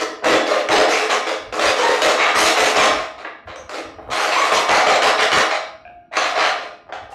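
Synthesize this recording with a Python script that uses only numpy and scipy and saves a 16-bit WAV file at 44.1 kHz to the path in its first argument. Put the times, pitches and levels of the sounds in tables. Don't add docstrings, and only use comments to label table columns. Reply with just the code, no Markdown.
import sys
import numpy as np
from scipy import signal
from scipy.fft import rfft, irfft
from scipy.io import wavfile
from scipy.ndimage import uniform_filter1d, minimum_filter1d

SR = 44100
rng = np.random.default_rng(int(sys.argv[2]) if len(sys.argv) > 2 else 0)


def wav_out(sig):
    wavfile.write(sys.argv[1], SR, np.round(np.clip(np.atleast_2d(sig).T, -1, 1) * 32767).astype(np.int16))


N = 314874
TAPS = 8192
HZ = np.maximum(np.arange(TAPS // 2 + 1) * SR / TAPS, 1)


def from_db(db):
    return 10 ** (np.asarray(db) / 20)


def rms_one(x):
    return x / np.sqrt(np.mean(x ** 2) + 1e-20)


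def at_hz(points, hz):
    f, value = np.transpose(points)
    return np.interp(np.log(hz), np.log(f), value)


def lowpass(x, hz, order=1):
    return signal.sosfilt(signal.butter(order, hz, fs=SR, output="sos"), x)


def add(track, start_s, sound):
    i = round(start_s * SR)
    lo, hi = max(i, 0), min(i + len(sound), N)
    track[lo:hi] += sound[lo - i:hi - i]


def wander(rate_hz, size):
    knots = rng.standard_normal(4096)
    return rms_one(np.interp(np.arange(size) * rate_hz / SR, np.arange(len(knots)), knots))


def arch(length_s):
    return rms_one(np.sin(np.linspace(0, np.pi, round(length_s * SR))))


def response(curve_db):
    cepstrum = irfft(np.log(from_db(curve_db)))
    cepstrum[1:TAPS // 2] *= 2
    cepstrum[TAPS // 2 + 1:] = 0
    impulse = irfft(np.exp(rfft(cepstrum)))
    return impulse / np.linalg.norm(impulse)


def noise(spectrum):
    return signal.fftconvolve(rng.standard_normal(N + TAPS - 1), response(at_hz(spectrum, HZ)), "valid")


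def hit(grit, decay_s):
    t = np.arange(TAPS) / SR
    return (t == 0) + grit * rng.standard_normal(TAPS) * np.exp(-t / decay_s)


# f/Hz, relative level/dB
PLASTIC_TONE = [(60, -47.5), (150, -34), (250, -17.5), (400, -5.5), (700, 0), (1000, -2), (2200, -3),
                (3200, -8.5), (5000, -13), (7500, -19.5), (10000, -30), (14000, -42.5)]
# f/Hz, width/Hz, lift/dB
JAR_MODES = [(324.7, 28.5, 9.5), (387, 126, -4.5), (433.4, 42, 9), (525, 40, 1.5), (629, 48, 5.5),
             (744, 91, 2), (807, 116, 2), (903, 117, -4), (1052, 37, 4.5), (1190, 157, 3), (1294, 35, 3),
             (1460, 51, -2), (1995, 64, 2), (4020, 120, 3.5), (6420, 370, 2)]


def jar(body_db, treble_db, honk_hz=700, honk_db=0, ripple_db=3.5, ripple_hz=380):
    detune = 1 + 0.017 * rng.standard_normal()
    modes = list(JAR_MODES) + [(honk_hz, 0.19 * honk_hz, honk_db)]
    peaks = sum(lift_db / (1 + (2 * (HZ - hz * detune) / width) ** 2) for hz, width, lift_db in modes)
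    plain = at_hz(PLASTIC_TONE, HZ) + peaks
    tilt = at_hz([(380, 2.0 * body_db), (700, 0.3 * body_db), (1100, 0), (2000, 0.0032),
                  (4000, treble_db), (11000, 5.1 * treble_db)], HZ)
    ripple = ripple_db * np.clip(HZ / 3500, 0, 1) * wander(SR * HZ[1] / ripple_hz, len(HZ))
    shaped = plain + tilt + ripple
    return response(shaped) * np.linalg.norm(from_db(shaped)) / np.linalg.norm(from_db(plain))


def pressure(length_s, run_up_s, level_db, change_db, sag_db_per_s=28):
    size = round(length_s * SR)
    along = (np.arange(size) + .5) / size
    swing = np.sin(np.pi * along)
    attack = 1 - np.exp(-along * length_s / run_up_s)
    lean = from_db(change_db * along - sag_db_per_s * length_s * swing)
    return swing, attack, from_db(level_db) * rms_one(np.sqrt(swing) * attack * lean)


def teeth(per_s, jitter=.025, uneven_db=6.5, soft_hz=2200):
    size = len(per_s)
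    passed = np.cumsum(per_s * (1 + jitter * wander(150, size))) / SR
    plucks = np.diff(np.floor(passed), prepend=0) - per_s / SR
    return lowpass(plucks, soft_hz) * from_db(uneven_db * wander(502, size))


def chips(speed, per_s=2600, spread_db=2.0):
    chance, strength, sign = rng.random((3, SR))[:, :len(speed)]
    sizes = from_db(spread_db * np.minimum(-np.log(1 - strength), 4))
    return (chance < per_s * speed / SR) * sizes * np.sign(sign - .5)


def travelling(plucks, rings):
    place = np.linspace(0, len(rings) - 1, len(plucks))
    return sum(signal.fftconvolve(plucks * np.maximum(1 - np.abs(place - k), 0), ring)
               for k, ring in enumerate(rings))


USUAL_DB = -14
# t/s, share of evenly biting teeth/0-1
EVEN_BITE = [(0.3, 0.54), (1.099, 0), (3.7, 0.3), (4.2, 0.7), (4.9, 0), (5.3, 0.57), (6.2, 0.15), (7.0, 0)]
# t/s, length/s, run-up/s, level/dB,
# entry-to-exit lean/dB, body/dB, treble/dB, honk f/Hz, honk lift/dB
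STROKES = [(-0.079,0.12,0.0014,-18.5,21,4.5,0,500,0.5), (0.226,0.15,0.016,-11.5,-1,6,-0.5,507,2.5),
           (0.448,0.18,0.0084,-19,-4.5,3,-0.5,534,7), (0.68,0.15,0.02,-10.5,-6,4.5,-0.5,800,5),
           (0.876,0.21,0.0037,-17.5,-14.5,1.5,0,497,5.5), (1.089,0.11,0.004,-16,-18,1.5,-0.5,1070,3),
           (1.254,0.13,0.0039,-22.5,-20,2,-1,445,8.5), (1.522,0.079,0.0017,-25.5,-1,7,0.5,1250,6),
           (1.567,0.15,0.025,-14.5,-0.5,2,0,580,8), (1.755,0.27,0.0037,-19.5,-8,2,0,494,4),
           (2.011,0.15,0.0025,-14.5,-15,3,0.5,618,6.5), (2.164,0.19,0.013,-15.5,-8.5,0,-2,1228,3.5),
           (2.34,0.17,0.018,-9.5,-12,1,1.5,1220,-2), (2.553,0.18,0.023,-12.5,-21.5,1.5,1,1650,0.5),
           (2.744,0.14,0.01,-9.5,-12,2.5,0,730,4), (2.914,0.14,0.011,-26.5,-1,-3.5,-1,695,4),
           (3.175,0.068,.004,-35,-12,2.5,-2,1180,-1), (3.242,0.045,0.0031,-28.5,-12,-0.5,-8,1260,-7),
           (3.468,0.22,.004,-34.5,-32,-1.5,-4,530,10.5), (3.684,0.13,0.0056,-29,5,5.5,0,1250,1.5),
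           (4.096,0.22,0.0074,-15.5,-3,1,0.5,1250,6), (4.297,0.22,0.0076,-14.5,-4,0.5,0,1090,4),
           (4.5,0.15,0.015,-12,-23.5,1,1,1006,11), (4.678,0.14,0.0044,-9,-6,0.5,-0.5,845,10),
           (4.853,0.13,0.0078,-12,-8,2,-1,700,8), (5.019,0.11,0.0027,-10.5,-21,0,-0.5,1050,2.5),
           (5.171,0.1,0.0048,-11.5,1,-1.5,-1,710,4.5), (5.312,0.12,0.0068,-8,-15,1.5,0,1640,8),
           (5.486,0.094,0.011,-16,-6,-5.5,-2,644,8), (6.114,0.23,0.025,-19.5,-7,-5.5,-1,695,5),
           (6.334,0.18,0.034,-14,-7.5,-2.5,-2,680,1), (6.559,0.12,0.0075,-31.5,0,1,-2,640,11),
           (6.921,0.088,0.006,-33,-19,-1,-2.5,820,10), (7.094,0.093,.008,-48,-8,6.5,3,1200,13)]


def sawing(teeth_per_s=900, teeth_db=-8.0, chips_db=0.57, judder_db=0.5, catch_db=0.6,
           honk_glide=0.024, honk_waver=0.059, slow_cut_hz=1800):
    out = np.zeros(N)
    for start, length, run_up_s, level_db, change_db, body_db, treble_db, honk_hz, honk_db in STROKES:
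        swing, attack, force = pressure(length, run_up_s, level_db, change_db)
        size, speed = len(swing), swing ** .3
        even = np.interp(start, *np.transpose(EVEN_BITE))
        binding = rms_one(from_db(judder_db * wander(190, size) + catch_db * wander(58, size)))
        rings = []
        for place in np.linspace(-.5, .5, 8):
            bend = 1 + honk_glide * place + honk_waver * rng.standard_normal()
            rings.append(jar(body_db, treble_db, honk_hz * bend, honk_db))
        pace = from_db(.33 * (level_db - USUAL_DB))
        buzz = teeth(teeth_per_s * pace * speed)
        buzz *= np.linalg.norm(rings[0]) / np.std(travelling(buzz, rings)[:size])
        snaps = rms_one(chips(speed))
        rasp = from_db(teeth_db) * np.sqrt(even) * buzz + from_db(chips_db) * np.sqrt(1 - even) * snaps
        dull = lowpass(rasp, slow_cut_hz)
        brightness = attack ** 2 * swing ** 0.034
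        rasp = dull + brightness * (rasp - dull)
        add(out, start, travelling(force * binding * rasp, rings))
    return out


# f/Hz, relative level/dB
SHAKE_TONE = [(20, -31), (55, -9), (100, 7), (165, 4.5), (240, 12), (450, -31), (2000, -62)]


def floor_shake(base_db=-55, db_per_level_db=3.5, db_per_body_db=1.44):
    push = np.zeros(N)
    for start, length, _, level_db, _, body_db, *_ in STROKES:
        push_db = base_db + db_per_level_db * (level_db - USUAL_DB) + db_per_body_db * body_db
        add(push, start, from_db(push_db) * arch(length))
    return push * noise(SHAKE_TONE)


# f/Hz, T60/s
ROOM_T60 = [(150, 0.47), (500, 0.49), (1400, 0.48), (3700, 0.48), (9000, 0.28)]
# f/Hz, lift/dB
ROOM_MODES = [(160, 5), (224, 8.5), (279, 7), (515, 6), (533, 6), (575, -3), (631, 0), (700, 6.5), (812, 3),
              (1084, -1), (1218, 7), (1293, -4), (1415, 10.5)]


def room(x, first_echo_s=0.0048, smooth_hz=14, mode_width_hz=6):
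    t, bin_hz = np.arange(SR) / SR, np.arange(SR // 2 + 1)
    white = rfft(rng.standard_normal(SR))
    octave = np.round(np.log2(np.maximum(bin_hz, 64)))
    tail = sum(irfft(white * (octave == k), SR) * from_db(-60 * t / at_hz(ROOM_T60, 2 ** k))
               for k in np.unique(octave))
    build_up = np.clip(t / first_echo_s - 1, 0, 1)
    spectrum = rfft(tail * build_up)
    spectrum /= np.sqrt(uniform_filter1d(np.abs(spectrum) ** 2, smooth_hz))
    spectrum *= from_db(sum(db / (1 + (2 * (bin_hz - hz) / mode_width_hz) ** 2) for hz, db in ROOM_MODES))
    tail = (irfft(spectrum, SR) * build_up)[:SR * 3 // 4]
    return signal.fftconvolve(x, tail / np.linalg.norm(tail))[:N]


# f/Hz, relative level/dB
AIR_TONE = [(30, -3), (120, 21), (350, 30), (700, -27), (1500, -22), (4000, -47), (12000, -66)]


def still_air(level_db=-58.5):
    return from_db(level_db) * noise(AIR_TONE)


# f/Hz, relative level/dB
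HAND_TONE = [(20, -28), (55, -0.5), (100, -0.5), (160, -20), (240, -13), (450, -27), (2000, -56.5)]
# t/s, length/s, rumble level/dB, scuff level/dB
HAND_SHIFTS = [(1.375, 0.19, -50, -51), (1.626, 0.1, -42, -42.5), (2.424, 0.061, -45, -45),
               (2.885, 0.19, -43.5, -62), (3.454, 0.075, -44, -33.5), (3.586, 0.095, -50, -45),
               (3.834, 0.11, -52, -44), (3.929, 0.23, -47.5, -40.5), (4.076, 0.075, -38, -44),
               (5.847, 0.25, -63.5, -71), (6.861, 0.076, -68, -35.5), (7.014, 0.07, -56, -51)]


def handling(tremor_db=-66, swing_db=4.5, soft_hz=1100, scuffs_per_s=250):
    effort, scuffs = from_db(tremor_db + swing_db * wander(6.6, N)), np.zeros(N)
    for start, length, rumble_db, scuff_db in HAND_SHIFTS:
        move = arch(length)
        add(effort, start, from_db(rumble_db) * move)
        grit = rms_one(move * chips(move, scuffs_per_s))
        add(scuffs, start, from_db(scuff_db) * signal.fftconvolve(grit, jar(0, 0)))
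    return effort * noise(HAND_TONE), lowpass(scuffs, soft_hz, order=2)


# t/s, peak level/dB
BUMPS = [(0.224, -19), (3.985, -23), (4.088, -17), (6.892, -26.5)]


def bumps(soft_hz=900):
    out = np.zeros(N)
    for start, peak_db in BUMPS:
        blow = hit(grit=0.33, decay_s=0.014)
        thud = lowpass(signal.fftconvolve(blow, jar(0, 0)), soft_hz, order=3)
        add(out, start, from_db(peak_db) * thud / np.abs(thud).max())
    return out


# t/s, attack level/dB, treble/dB, honk f/Hz
KNOCKS = [(0.244,-18.5,2.5,600), (0.688,-14.5,0.5,730), (1.291,-21,2.5,1280), (1.525,-24,1,520),
          (1.594,-14.5,2,1070), (1.979,-26,-3,780), (2.019,-14.5,4,3020), (2.198,-17,1,2180),
          (3.181,-36,-5,1200), (3.227,-33,-12,600), (3.248,-24,-10,1690), (3.272,-27,-11,1200),
          (3.473,-29.5,-13,670), (3.559,-30,1,527), (3.694,-27,2,567), (4.521,-13,-6,1200),
          (4.695,-6,-4,1030), (4.867,-14.5,0,694), (5.021,-10,1,2800), (5.318,-4,2,2870),
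          (6.169,-8.5,0.5,1133), (6.380,-17,1.5,700), (6.924,-22,-4,740)]


def knocks(body_db=1.0, honk_db=11.5, soft_hz=4500, attack_s=.01):
    out = np.zeros(N)
    for start, level_db, treble_db, honk_hz in KNOCKS:
        blow = lowpass(hit(grit=0.59, decay_s=0.005), soft_hz)
        knock = signal.fftconvolve(blow, jar(body_db, treble_db, honk_hz, honk_db))
        add(out, start, from_db(level_db) * knock / np.std(knock[:round(attack_s * SR)]))
    return out


# t/s, length/s, f/Hz, level before boost/dB, overtones/dB
SQUEAKS = [(0.499, 0.054, 591, -21, -7), (1.784, 0.034, 482.5, -24, -8.5), (1.789, 0.019, 1192, -26.5, -10),
           (1.829, 0.029, 945, -17.5, -10), (1.863, 0.016, 940, -23, -1.5), (1.89, 0.0099, 492, -13.5, -16),
           (1.904, 0.032, 1870, -26.5, -12), (2.195, 0.069, 2264, -24.5, -19),
           (2.365, 0.033, 1190, -22, -26), (2.783, 0.031, 1220, -19, -1.5), (3.556, 0.053, 6180, -51, -32),
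           (4.357, 0.04, 1054, -20, -14), (4.414, 0.017, 1121, -18, -7)]


def squeaks(boost_db=5.5, glide=0.086, waver=0.035, flutter_db=2.5, third_db=-12):
    out = np.zeros(N)
    for start, length, hz, level_db, overtones_db in SQUEAKS:
        size = round(length * SR)
        along = (np.arange(size) + .5) / size
        pitch_hz = hz * (1 + glide * (along - .5) + waver * wander(303, size))
        phase = 2 * np.pi * np.cumsum(pitch_hz) / SR
        overtones = np.sin(2 * phase) + from_db(third_db) * np.sin(3 * phase)
        tone = np.sin(phase) + from_db(overtones_db) * overtones
        envelope = np.sin(np.pi * along) * from_db(flutter_db * wander(170, size))
        add(out, start, from_db(level_db + boost_db) * rms_one(tone * envelope))
    return out


# f/Hz, relative level/dB, T60/s
BLADE_MODES = [(706, 1, 0.13), (1614, -1, 0.045), (2430, -0.5, 0.022), (2515, -8.5, 0.025)]
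# t/s, peak level/dB, pitch/ratio, upper modes/dB
TWANGS = [(5.852, -23.5, 1.0, -2.5), (5.876, -28, 1.0, 4), (5.899, -33.5, 0.99, -13),
          (6.113, -27.5, 0.94, -18), (6.925, -24, 1.14, -12), (6.962, -33, 1.05, 6),
          (7.095, -27.5, 0.98, -21), (7.125, -23, 1.13, -8)]


def twangs(band_hz=(500, 3000)):
    out, t = np.zeros(N), np.arange(TAPS) / SR
    for start, peak_db, pitch, upper_db in TWANGS:
        ring = sum(from_db(db + upper_db * (k > 0) - 60 * t / t60) * np.sin(2 * np.pi * hz * pitch * t)
                   for k, (hz, db, t60) in enumerate(BLADE_MODES))
        ring = signal.sosfilt(signal.butter(2, band_hz, "band", fs=SR, output="sos"), ring)
        twang = signal.fftconvolve(hit(grit=0.07, decay_s=0.008), ring)
        add(out, start, from_db(peak_db) * twang / np.abs(twang).max())
    return out


def scene(direct_db=-4, reverb_db=-4):
    rumble, scuffs = handling()
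    work = sawing() + squeaks() + knocks() + bumps() + twangs() + scuffs
    in_room = from_db(direct_db) * work + from_db(reverb_db) * room(work)
    mono = in_room + floor_shake() + rumble + still_air()
    return np.array([mono, mono])


def record(dry, ceiling=.5, release_db_per_s=1200, cutoff_hz=14300):
    over_db = np.maximum(20 * np.log10(np.abs(dry).max(axis=0) / ceiling + 1e-9), 0)
    release_db = release_db_per_s * np.arange(N) / SR
    reduction_db = np.maximum.accumulate(over_db + release_db) - release_db
    gain_db = uniform_filter1d(minimum_filter1d(-reduction_db, size=21), size=21)
    high_cut = signal.ellip(12, .1, 80, cutoff_hz, fs=SR, output="sos")
    return signal.sosfilt(high_cut, dry * from_db(gain_db))


dry = scene()
out = record(dry)
wav_out(out)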